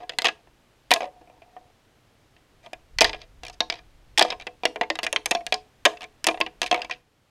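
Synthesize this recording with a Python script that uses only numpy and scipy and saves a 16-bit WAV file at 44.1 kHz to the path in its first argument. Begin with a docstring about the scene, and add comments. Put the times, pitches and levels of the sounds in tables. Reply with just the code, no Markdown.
"""Up in a tree in quiet woods, a pair of deer antlers is clacked and ground together in quick bouts, at arm's length.
Every contact drives decaying sines: tine tips give bright ticks, thick beams a hollow knock, sliding a grainy rub.
The trunks scatter back a faint tail of decaying noise bands.
Shaped noise makes the hush of the woods and a light, lumpy breeze on the microphone."""
import sys
import numpy as np
from scipy import signal
from scipy.fft import rfft, irfft, next_fast_len
from scipy.io import wavfile

SR = 44100
rng = np.random.default_rng(int(sys.argv[2]) if len(sys.argv) > 2 else 0)


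def master_out(mix):
    """Clip the mix to full scale and print it as 16-bit PCM to the path in sys.argv[1]."""
    frames = np.transpose(np.atleast_2d(mix))
    ceiling = np.clip(frames, -1, 1)
    pcm = np.round(ceiling * 32767).astype(np.int16)
    wavfile.write(sys.argv[1], SR, pcm)


N = 321925
TIME_S = np.arange(N) / SR
CUTOFF_HZ = 15900

# one antler struck on the other: (time [s], strength [dB], hollow body [dB], edge near 5 kHz [dB],
#   snap near 10 kHz [dB], beam note [Hz], tine note [Hz], beam note t60 [s],
#   squareness [dB], high = head-on, low = glancing, rebounds [count])
CLACKS = [(0.0941, -19, -9.5, -3, -6, 478, 3300, 0.044, -8, 0),
          (0.1863, -10.5, -8.5, -2, 3, 719, 4180, 0.043, 12, 0),
          (0.22, -26, 4, 3, 5, 669, 2120, 0.07, 15, 0), (0.2447, -12, 0, -5, -2, 800, 2580, 0.038, -8, 0),
          (0.2537, -11, -4.5, 1.5, -2, 1073, 2920, 0.08, 4, 1),
          (0.2685, -12, -3.5, -3.5, -10, 680, 3400, 0.052, -3, 0),
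          (0.284, -17, -6.5, -5, -6, 800, 2530, 0.047, -2, 1),
          (0.472, -52, 8, -20, -17, 368, 1780, .04, 7, 0),
          (0.9073, -12.5, -5, -2.5, 7, 557.5, 3020, .03, 2, 0),
          (0.9147, -4, -1.5, -3.5, 5, 727, 2420, .07, -0.5, 0),
          (0.9252, -9.5, 1, -11.5, -13, 729, 1966, 0.11, 9, 0),
          (0.938, -14.5, -0.5, 7, 12.5, 683, 3600, 0.046, 7, 0),
          (0.96, -22, 8.5, -5.5, -7, 680, 2580, 0.042, -16.5, 0),
          (1.2126, -56.5, 21.5, -2, -7, 731, 1690, .06, -12, 0),
          (1.4192, -44, 5, -15, -14, 670, 2620, .05, -13, 0),
          (1.5653, -45.5, 16, -21.5, -10.5, 740, 1820, 0.091, -8.5, 0),
          (2.3645, -48, -2, -7.5, -14.5, 720, 2700, .04, -4.5, 0),
          (2.662, -37.5, 6.5, -7.5, -5, 637, 3256, 0.037, -2, 0),
          (2.732, -27, -1, -9.5, -0.5, 719, 2460, 0.048, -1, 0),
          (2.9862, -13.5, -8, 1, -2.5, 934, 4300, 0.03, 1, 0),
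          (3.0081, -8.5, 0, 5, 6, 473, 2480, 0.036, 3, 1),
          (3.018, -9.5, 1.5, 5, 5.5, 710, 2440, 0.052, 0, 0),
          (3.0283, -14.5, 3.5, -11.5, -2, 910, 2080, 0.054, 4, 0),
          (3.0444, -14, 0.5, 5.5, 0, 655, 1763, 0.044, 4, 1),
          (3.0942, -23, 0, 2, -14, 890, 4880, 0.068, -5, 0),
          (3.2165, -41, 2, 9, -1, 660, 2160, 0.036, 0, 0),
          (3.605, -16, 4.5, 11.5, -6, 698, 3730, 0.029, 1.5, 0),
          (3.6999, -17, -4, 2.5, -6, 708, 2284, 0.036, -1, 0),
          (4.1759, -9.5, -13, 1.5, -2, 500, 3460, 0.038, -10.5, 0),
          (4.1821, -13.5, 4, 10, 7.5, 848, 3220, .04, -8, 0),
          (4.1936, -9.5, 1.5, 7.5, 7, 850, 3400, 0.034, 4, 0),
          (4.2106, -10, 6, 0, -8.5, 664, 1920, 0.041, 4, 1),
          (4.225, -13.5, -1, 10, 2, 672, 3330, 0.034, 7, 0),
          (4.2491, -29, 17, 2.5, 0, 683, 1700, 0.037, -5, 0),
          (4.303, -21, 0, 6.5, -9, 673, 5110, 0.048, -17, 0),
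          (4.4683, -21.5, 0.5, -4, -10, 727, 2600, 0.017, -8, 0),
          (4.635, -25, 5, -2.5, -21, 741, 2400, 0.034, 0, 0),
          (4.6536, -7.5, -4, -2, -3, 650, 2830, 0.023, -2.5, 0),
          (4.759, -22, 3.5, -14, -11.5, 667, 2340, 0.013, 5, 0),
          (4.8116, -14, 4.5, -6, -14.5, 698, 1950, .075, -2.5, 0),
          (4.832, -22.5, 0, -16, -23, 430, 2170, 0.084, -10, 0),
          (4.9012, -14, 3.5, 1.5, -13.5, 576, 1836, 0.045, 4.5, 0),
          (4.9544, -26.5, -1, 1, 0, 735, 3800, .04, -8, 0),
          (4.9892, -19, -2.5, -6, -5, 740, 2870, 0.02, 2, 0),
          (5.0656, -13, -7, -10, -3.5, 690, 2450, 0.014, -5, 0),
          (5.128, -17.5, 3.5, -3.5, 6.5, 580, 2740, .04, 12, 0),
          (5.1615, -11, -10, -3, -12.5, 1050, 3160, 0.046, 14, 0),
          (5.2583, -15.5, -3, -0.5, 12, 820, 2315, 0.045, 3, 0),
          (5.3099, -14, 1.5, 3.5, 10, 670, 2640, 0.031, -8, 1),
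          (5.3499, -19.5, 5, 5, -7, 690, 3440, 0.21, -7, 0),
          (5.4657, -22, -2, -1.5, 4, 715, 2820, 0.05, 9, 0),
          (5.5237, -9.5, -6.5, -1.5, -4, 733.6, 3310, 0.17, 4.5, 0),
          (5.5418, -22.5, 1.5, 9, 3.5, 760, 5310, 0.057, 2.5, 0),
          (5.8523, -6, 0.5, 0, 5, 655, 3188, 0.12, -6.5, 2),
          (5.9708, -36, -10, -5, -12, 685, 2720, 0.038, -7.5, 0),
          (6.2428, -17, -6.5, 0, 7.5, 675, 5070, 0.039, 5.5, 0),
          (6.2678, -13, 2, 3.5, 14, 774, 2690, 0.034, -10, 1),
          (6.2853, -13.5, 5.5, -6, -7, 697, 2395, 0.02, -35, 0),
          (6.403, -25, 10, -8, 10, 693, 2760, 0.023, -7, 0),
          (6.412, -12, -3, 1, -21.5, 1073, 2630, 0.077, 4, 0),
          (6.4638, -22, -2, -9, -15, 750, 2850, .04, -3.5, 0),
          (6.6169, -13, -4.5, -0.5, 2, 686, 2600, 0.063, 3.5, 0),
          (6.7124, -11.5, -0.5, -1, -6, 724, 3260, 0.23, -9.5, 0),
          (6.7438, -18.5, -5, -4, -4, 720, 2260, 0.062, -21, 0),
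          (6.8184, -20.5, -26, -5, -8, 696, 2740, .04, -1, 0),
          (6.8463, -31, 3, -2, -3, 726, 2300, 0.037, -15, 0),
          (6.897, -29.5, 4, -7, -10, 1046, 1980, 0.055, -2, 0)]
# tine skipping over the ridges of the other antler: (first tick [s], gap [s], ticks [count], strength [dB],
#   fade per tick [dB], negative = growing, hollow body [dB], edge [dB], snap [dB])
SKIDS = [(0.1204, 0.014, 2, -41.5, -2, 3.5, -4.5, -11.5), (1.006, 0.012, 5, -26.5, 3, 11.5, -3.5, -13),
         (1.274, .0245, 2, -52.5, -2, 10.5, -22, -6), (3.1312, 0.014, 2, -23, 6, 1, -5, -17),
         (3.434, .0158, 5, -33, 1, 1, 4.5, 4), (3.724, 0.016, 3, -27.5, 8, 2.5, 8, -14.5),
         (4.3192, .0064, 2, -25.5, -1, 6, -8.5, -14.5), (4.3988, 0.011, 3, -33.5, 0.5, -3.5, -3, -7),
         (5.0313, 0.0074, 3, -20, 3, 0.5, 2, 6), (5.3685, 0.037, 2, -32.5, 5, 9.5, -11, -14),
         (6.0078, .011, 4, -32, -0.5, 0.5, -3, -4.5), (6.311, 0.032, 3, -27, 4, 7.5, -6, -17.5),
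         (6.63, 0.01, 2, -19.5, 6.5, 1.5, 1, 0), (6.662, .0075, 3, -22.5, 5.5, -18, 0, 0.5),
         (6.7264, 0.017, 5, -16.5, 5, 7, -11.5, -10), (6.9105, 0.012, 5, -18, 8.5, -9.5, -3.5, -15.5)]
# antler sliding on antler: (start [s], end [s], slip strength [dB], hollow body [dB], edge [dB], snap [dB],
#   beam note [Hz])
RUBS = [(0.0, 0.04, -53.5, 11, -5.5, -13, 720), (1.009, 1.08, -51.5, 14, -13, -14.5, 558),
        (1.102, 1.388, -66, 16.5, -10.5, -14, 729.5), (1.431, 1.702, -68.5, 15.5, -4.5, -12, 729),
        (2.628, 2.67, -56, 2, -5, 0.5, 682), (3.048, 3.087, -35.5, -11, 4, -8, 687),
        (3.153, 3.245, -53.5, -2, 5, -13.5, 650), (3.526, 3.546, -61.5, 0, 8.5, 11, 680),
        (3.755, 3.795, -50, -7, -3, -14, 720), (4.229, 4.303, -41.5, -2, -1, -10, 685),
        (4.665, 4.71, -57.5, 13, -7.5, -7, 280), (5.135, 5.2, -57.5, 11, -13.5, -13, 320),
        (5.877, 5.94, -48, 7, -4, -7, 709), (6.731, 6.841, -40.5, 5, -11, -8, 716)]
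# strong modes of the two antlers: (frequency [Hz], relative energy [dB], t60 [s])
ANTLER_MODES = [(230.4, -21, 0.13), (322, -12, 0.17), (429, -15.5, .25), (493, -9, 0.15),
                (667.5, -9.5, 0.07), (731.9, -7.5, 0.16), (884, -16.5, 0.13), (950, -10, 0.064),
                (1058.5, -13.5, .1), (1211, -11.5, 0.04), (1666, -8.5, 0.086), (1863, -7, 0.025),
                (2010, -8.5, 0.061), (2390, -5.5, 0.063), (2629, -10.5, 0.05), (3197, -10.5, 0.018),
                (3312, -15.5, 0.032), (3750, -15, 0.025), (3827, -22, .035), (4910, -7.5, .025),
                (5497, -15, 0.028), (6334, -12, .026)]
# crowd of weak modes, energy: (frequency [Hz], relative level [dB per Hz])
CRACK_SPECTRUM = [(76, -59), (130, -34.5), (322, -11.5), (491, -9), (565, -17), (664, 2.5), (829, -15),
                  (954, -7), (1270, -16), (1820, -8), (3260, -4), (8400, -21.5), (10700, -27.5),
                  (13100, -38), (16000, -46.5)]
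# crowd of weak modes, decay before the length factor: (frequency [Hz], t60 [s])
CRACK_T60 = [(250, 0.03), (700, 0.11), (2000, 0.05), (5000, 0.017), (12000, 0.01)]
# sound scattered by the trees: (frequency [Hz], band level [dB])
WOODS_LEVEL = [(200, -14.5), (700, -20.5), (2000, -30), (5000, -19.5), (12000, -26)]
# decay of the scattered sound: (frequency [Hz], t60 [s])
WOODS_T60 = [(200, 0.39), (700, 0.33), (2000, 0.29), (5000, 0.15), (12000, 0.36)]
# still air, colour: (frequency [Hz], relative level [dB per Hz])
AIR_SPECTRUM = [(15, -32), (25, -13), (145, -9), (170, -16), (263, -14), (317, -15.5), (659, -18),
                (796, -19), (936, -21.5), (3080, -26), (14000, -42), (16000, -49)]
# still air, loudness: (time [s], level [dB])
AIR_LEVEL = [(0, -61.5), (2.0, -61.5), (6.98, -60.5), (7.03, -66), (7.3, -65)]
# breeze on the microphone, before trim and lumps: (time [s], level [dB])
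BREEZE_LEVEL = [(0.0, -65), (0.16, -66), (2.4, -72), (2.91, -59), (2.99, -36.5), (3.33, -58), (3.43, -42),
                (3.52, -55.5), (4.43, -54.5), (4.45, -63.5), (5.57, -58), (5.71, -73), (5.85, -59.5),
                (5.94, -65), (6.71, -54), (7.3, -89)]
# breeze on the microphone, colour: (frequency [Hz], relative level [dB per Hz])
RUMBLE_SPECTRUM = [(20, -1.5), (40, 4), (80, -7), (140, -14), (300, -36), (1000, -66)]
# how fast the lumps of breeze come: (rate [Hz], relative level [dB per Hz])
LUMP_RATES = [(1, -6), (10, 0), (30, -20), (200, -90)]

# per rebound: a few ms later, slightly stronger, duller
REBOUND_GAP_S, REBOUND_GAIN_DB, REBOUND_EDGE_LOSS_DB, REBOUND_SNAP_LOSS_DB = 0.0042, 0.5, 4, 8.5
REBOUND_BEAM_T60_S, REBOUND_SQUARE_DB = 0.044, -3.2
SKID_BEAM_HZ, SKID_TINE_HZ, SKID_BEAM_T60_S, SKID_SQUARE_DB = 718, 2433, 0.045, -2.5
SKID_JITTER_GAPS, NOTE_SPREAD_OCTAVES = 0.025, 0.1
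# a loosely held beam rings longer and gives off more: dB per doubling of t60
GRIPPED_T60_S, FREE_RING_DB = 0.043, 3.5
TINE_RING_CYCLES = 80  # same number of cycles to t60 at any pitch
SLIP_SPREAD_DB, SLIP_MODE_SPREAD_DB = 3.5, 3
LUMP_DB = 1.5  # rms


def clacks(click_share=0.46, ring_share=0.11):
    """Each knock is a hard click, a dry crack, the struck beam and tine notes, and the ring of the whole rack."""
    knocks = np.array(clack_contacts() + skid_contacts())
    *_, beam_hz, tine_hz, beam_t60_s, square_db = knocks.T
    free_db = FREE_RING_DB * np.log2(beam_t60_s / GRIPPED_T60_S)
    tine_rise_s = 0.00034 * from_db(-2 * square_db)

    click = weak_modes(knocks, level_db=13.5, rise_s=0.00008, length=0.15, count=120)
    crack = weak_modes(knocks, level_db=15.5, rise_s=0.0021, length=0.9)
    beam = struck_notes(knocks, beam_hz, level_db=6.0 + free_db, tilt_db=3.0, t60_s=beam_t60_s,
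                        rise_s=0.00041, most_db=23.0)
    tine = struck_notes(knocks, tine_hz, level_db=17.0, tilt_db=-2.5, t60_s=TINE_RING_CYCLES / tine_hz,
                        rise_s=tine_rise_s, most_db=5.5)
    ring = strong_modes(knocks, level_db=14.5, spread_db=7.0, rise_s=0.00031)

    # a head-on blow spends itself in the first click, a glancing one swells into the ring
    click_gain = from_db(click_share * square_db[:, None])
    ring_gain = from_db(-ring_share * square_db[:, None])
    return placed(knocks, click_gain * click + ring_gain * (crack + ring) + beam + tine)


def clack_contacts():
    """Each clack's first contact, then its rebounds on other spots; rows as CLACKS up to squareness."""
    rows = []
    for *first, rebounds in CLACKS:
        rows.append(first)
        time_s, db, body_db, edge_db, snap_db, beam_hz, tine_hz, *_ = first
        for k in range(1, round(rebounds) + 1):
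            beam_shift, tine_shift = 2 ** (NOTE_SPREAD_OCTAVES * rng.standard_normal(2))
            rows.append((time_s + k * REBOUND_GAP_S, db + k * REBOUND_GAIN_DB, body_db,
                         edge_db - k * REBOUND_EDGE_LOSS_DB, snap_db - k * REBOUND_SNAP_LOSS_DB,
                         beam_hz * beam_shift, tine_hz * tine_shift,
                         REBOUND_BEAM_T60_S, REBOUND_SQUARE_DB))
    return rows


def skid_contacts():
    """A skid is a run of nearly even, glancing ticks; the tine note wanders with the contact point."""
    rows = []
    for start_s, gap_s, ticks, db, fade_db, *colour_db in SKIDS:
        for k in range(round(ticks)):
            jitter = SKID_JITTER_GAPS * min(k, 1) * rng.standard_normal()  # none on the first tick
            time_s = start_s + gap_s * (k + jitter)
            tine_hz = SKID_TINE_HZ * 2 ** (NOTE_SPREAD_OCTAVES * rng.standard_normal())
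            rows.append((time_s, db - k * fade_db, *colour_db, SKID_BEAM_HZ, tine_hz,
                         SKID_BEAM_T60_S, SKID_SQUARE_DB))
    return rows


def grinding():
    """The slips of a rub rasp, ring the antlers and keep one note of the pressed beam humming."""
    rub = slips()
    beam_hz = rub[:, -1]
    rasp = weak_modes(rub, level_db=14.5, rise_s=0.0004, length=0.43)
    ring = strong_modes(rub, level_db=17.5, spread_db=SLIP_MODE_SPREAD_DB, rise_s=0.00045)
    hum = struck_notes(rub, beam_hz, level_db=9, tilt_db=-2.0, t60_s=0.087, rise_s=0.002, most_db=19.5)
    return placed(rub, rasp + ring + hum)


def slips(count=24):
    """A rub is a run of tiny uneven contacts as ridges catch and let go; rows as CLACKS up to beam note."""
    rows = []
    for start_s, end_s, db, *colour_and_note in RUBS:
        moments_s = start_s + (end_s - start_s) * (np.arange(count) + rng.random(count)) / count
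        for time_s in moments_s:
            slip_db = db + SLIP_SPREAD_DB * rng.standard_normal()
            rows.append((time_s, slip_db, *colour_and_note))
    return np.array(rows)


def strong_modes(contacts, level_db, spread_db, rise_s):
    """Ring of the whole antlers; the spot that is struck decides each mode's sign and share."""
    hz, energy_db, t60_s = np.transpose(ANTLER_MODES)
    shape = (len(contacts), len(hz))
    signs = rng.choice([-1, 1], shape)
    shares = signs * from_db(energy_db + spread_db * rng.standard_normal(shape))
    shares = shares / np.linalg.norm(shares, axis=1, keepdims=True)
    gains = shares * contact_gains(contacts, hz)
    return from_db(level_db) * gains @ ringing(hz, t60_s, rise_s)


def weak_modes(contacts, level_db, rise_s, length, count=440):
    """Dry crack of many close modes, mixed anew as grip and contact point shift; length scales decay."""
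    hz = np.geomspace(130, CUTOFF_HZ, count)
    mean_share = from_db(at_hz(CRACK_SPECTRUM, hz)) * np.sqrt(hz)  # log spacing: bandwidth grows with hz
    mean_share = mean_share / np.linalg.norm(mean_share)
    shares = rng.standard_normal((len(contacts), count)) * mean_share
    gains = shares * contact_gains(contacts, hz)
    return from_db(level_db) * gains @ ringing(hz, length * at_hz(CRACK_T60, hz), rise_s)


def struck_notes(contacts, hz, level_db, tilt_db, t60_s, rise_s, most_db):
    """The part that takes the blow sounds its own note; tilt_db is per octave from 1 kHz."""
    strength = from_db(contacts[:, 1])
    own_gains = np.diag(contact_gains(contacts, hz))
    # one note can take up only so much of a blow
    drive = np.minimum(own_gains, strength * from_db(most_db))
    gains = drive * from_db(level_db + tilt_db * np.log2(hz / 1000))
    return gains[:, None] * ringing(hz, np.full(len(hz), t60_s), rise_s)


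def contact_gains(contacts, hz, body_hz=900, middle_hz=1600, upper_hz=2700, edge_hz=4700, snap_hz=9000,
                  favour_db=7.0, favour_octaves=0.06):
    """Drive of each contact at each frequency: tips favour the treble, beams the low modes."""
    corners = np.log([body_hz, middle_hz, upper_hz, edge_hz, snap_hz])
    levels_db = []
    for _, db, body_db, edge_db, snap_db, beam_hz, *_ in contacts:
        colour_db = np.interp(np.log(hz), corners, [body_db, 0, 0, edge_db, snap_db])
        # modes close to the note of the struck beam take up more of the blow
        nearness = np.exp(-(np.log2(hz / beam_hz) / favour_octaves) ** 2)
        levels_db.append(db + colour_db + favour_db * nearness)
    return from_db(levels_db)


def ringing(hz, t60_s, rise_s):
    """One dying sine of unit energy a row; it swells while the blow spreads along the beam."""
    t = TIME_S[:SR // 5]
    decay = np.exp(-np.log(1000) * t / t60_s[:, None])
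    rise = 1 - np.exp(-t / np.reshape(rise_s, (-1, 1)))
    rings = np.sin(2 * np.pi * hz[:, None] * t) * decay * rise
    return rings / np.linalg.norm(rings, axis=1, keepdims=True)


def placed(contacts, sounds):
    """Start each sound at its moment of contact."""
    out = np.zeros(N + sounds.shape[1])
    for time_s, sound in zip(contacts[:, 0], sounds):
        start = np.clip(round(time_s * SR), 0, N)
        out[start:start + len(sound)] += sound
    return out[:N]


def above_bass(x, lowest_hz=195):
    """The rattle keeps almost nothing in the deep bass."""
    return signal.sosfilt(signal.butter(4, lowest_hz, "high", fs=SR, output="sos"), x)


def woods(x, build_s, count=12):
    """Trunks and ground return a thin tail: noise bands that build up, then decay each at its own rate."""
    t, echo = TIME_S[:SR * 3 // 4], 0
    edges_hz = np.geomspace(130, CUTOFF_HZ, count + 1)
    for low_hz, high_hz in zip(edges_hz, edges_hz[1:]):
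        centre_hz = np.sqrt(low_hz * high_hz)
        band_filter = signal.butter(2, [low_hz, high_hz], "band", fs=SR, output="sos")
        band = signal.sosfilt(band_filter, rng.standard_normal(len(t)))
        build = 1 - np.exp(-(t / build_s) ** 2)
        fade = from_db(-60 * t / at_hz(WOODS_T60, centre_hz)) * build
        echo = echo + from_db(at_hz(WOODS_LEVEL, centre_hz)) * band * fade / np.linalg.norm(fade)
    return signal.fftconvolve(x, echo)[:N]


def background(breeze_db):
    """Faint hush of the woods, and lumps of moving air at the microphone; both shaped noise."""
    hush = from_db(in_time(AIR_LEVEL)) * coloured_noise(AIR_SPECTRUM)
    gusts_db = in_time(BREEZE_LEVEL) + breeze_db + LUMP_DB * coloured_noise(LUMP_RATES)
    return hush + from_db(gusts_db) * coloured_noise(RUMBLE_SPECTRUM)


def coloured_noise(spectrum):
    """Steady noise with the given spectrum, rms one."""
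    size = next_fast_len(N)
    hz = np.maximum(np.arange(size // 2 + 1) * SR / size, 1)
    white = rfft(rng.standard_normal(size))
    return unit_rms(irfft(white * from_db(at_hz(spectrum, hz)), size)[:N])


def from_db(db):
    """Decibels to gain."""
    return 10 ** (np.asarray(db) / 20)


def unit_rms(x):
    """Scale to an rms of one."""
    return x / np.sqrt(np.mean(x ** 2) + 1e-20)


def at_hz(points, hz):
    """Read a table along log frequency."""
    known_hz, values = np.transpose(points)
    return np.interp(np.log(hz), np.log(known_hz), values)


def in_time(points):
    """Read a curve at every sample."""
    return np.interp(TIME_S, *np.transpose(points))


def scene():
    """Close antlers, their tail among the trees, and the air."""
    rattle = above_bass(clacks() + grinding())
    return (rattle + woods(rattle, build_s=0.012) + background(breeze_db=-0.5))[None]


def record(dry, ceiling=0.95):
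    """The loudest peaks are rounded and the top is cut."""
    rounded = dry / (1 + (dry / ceiling) ** 4) ** 0.25
    return signal.sosfilt(signal.ellip(10, 0.2, 80, CUTOFF_HZ, fs=SR, output="sos"), rounded)


dry = scene()
out = record(dry)
master_out(out)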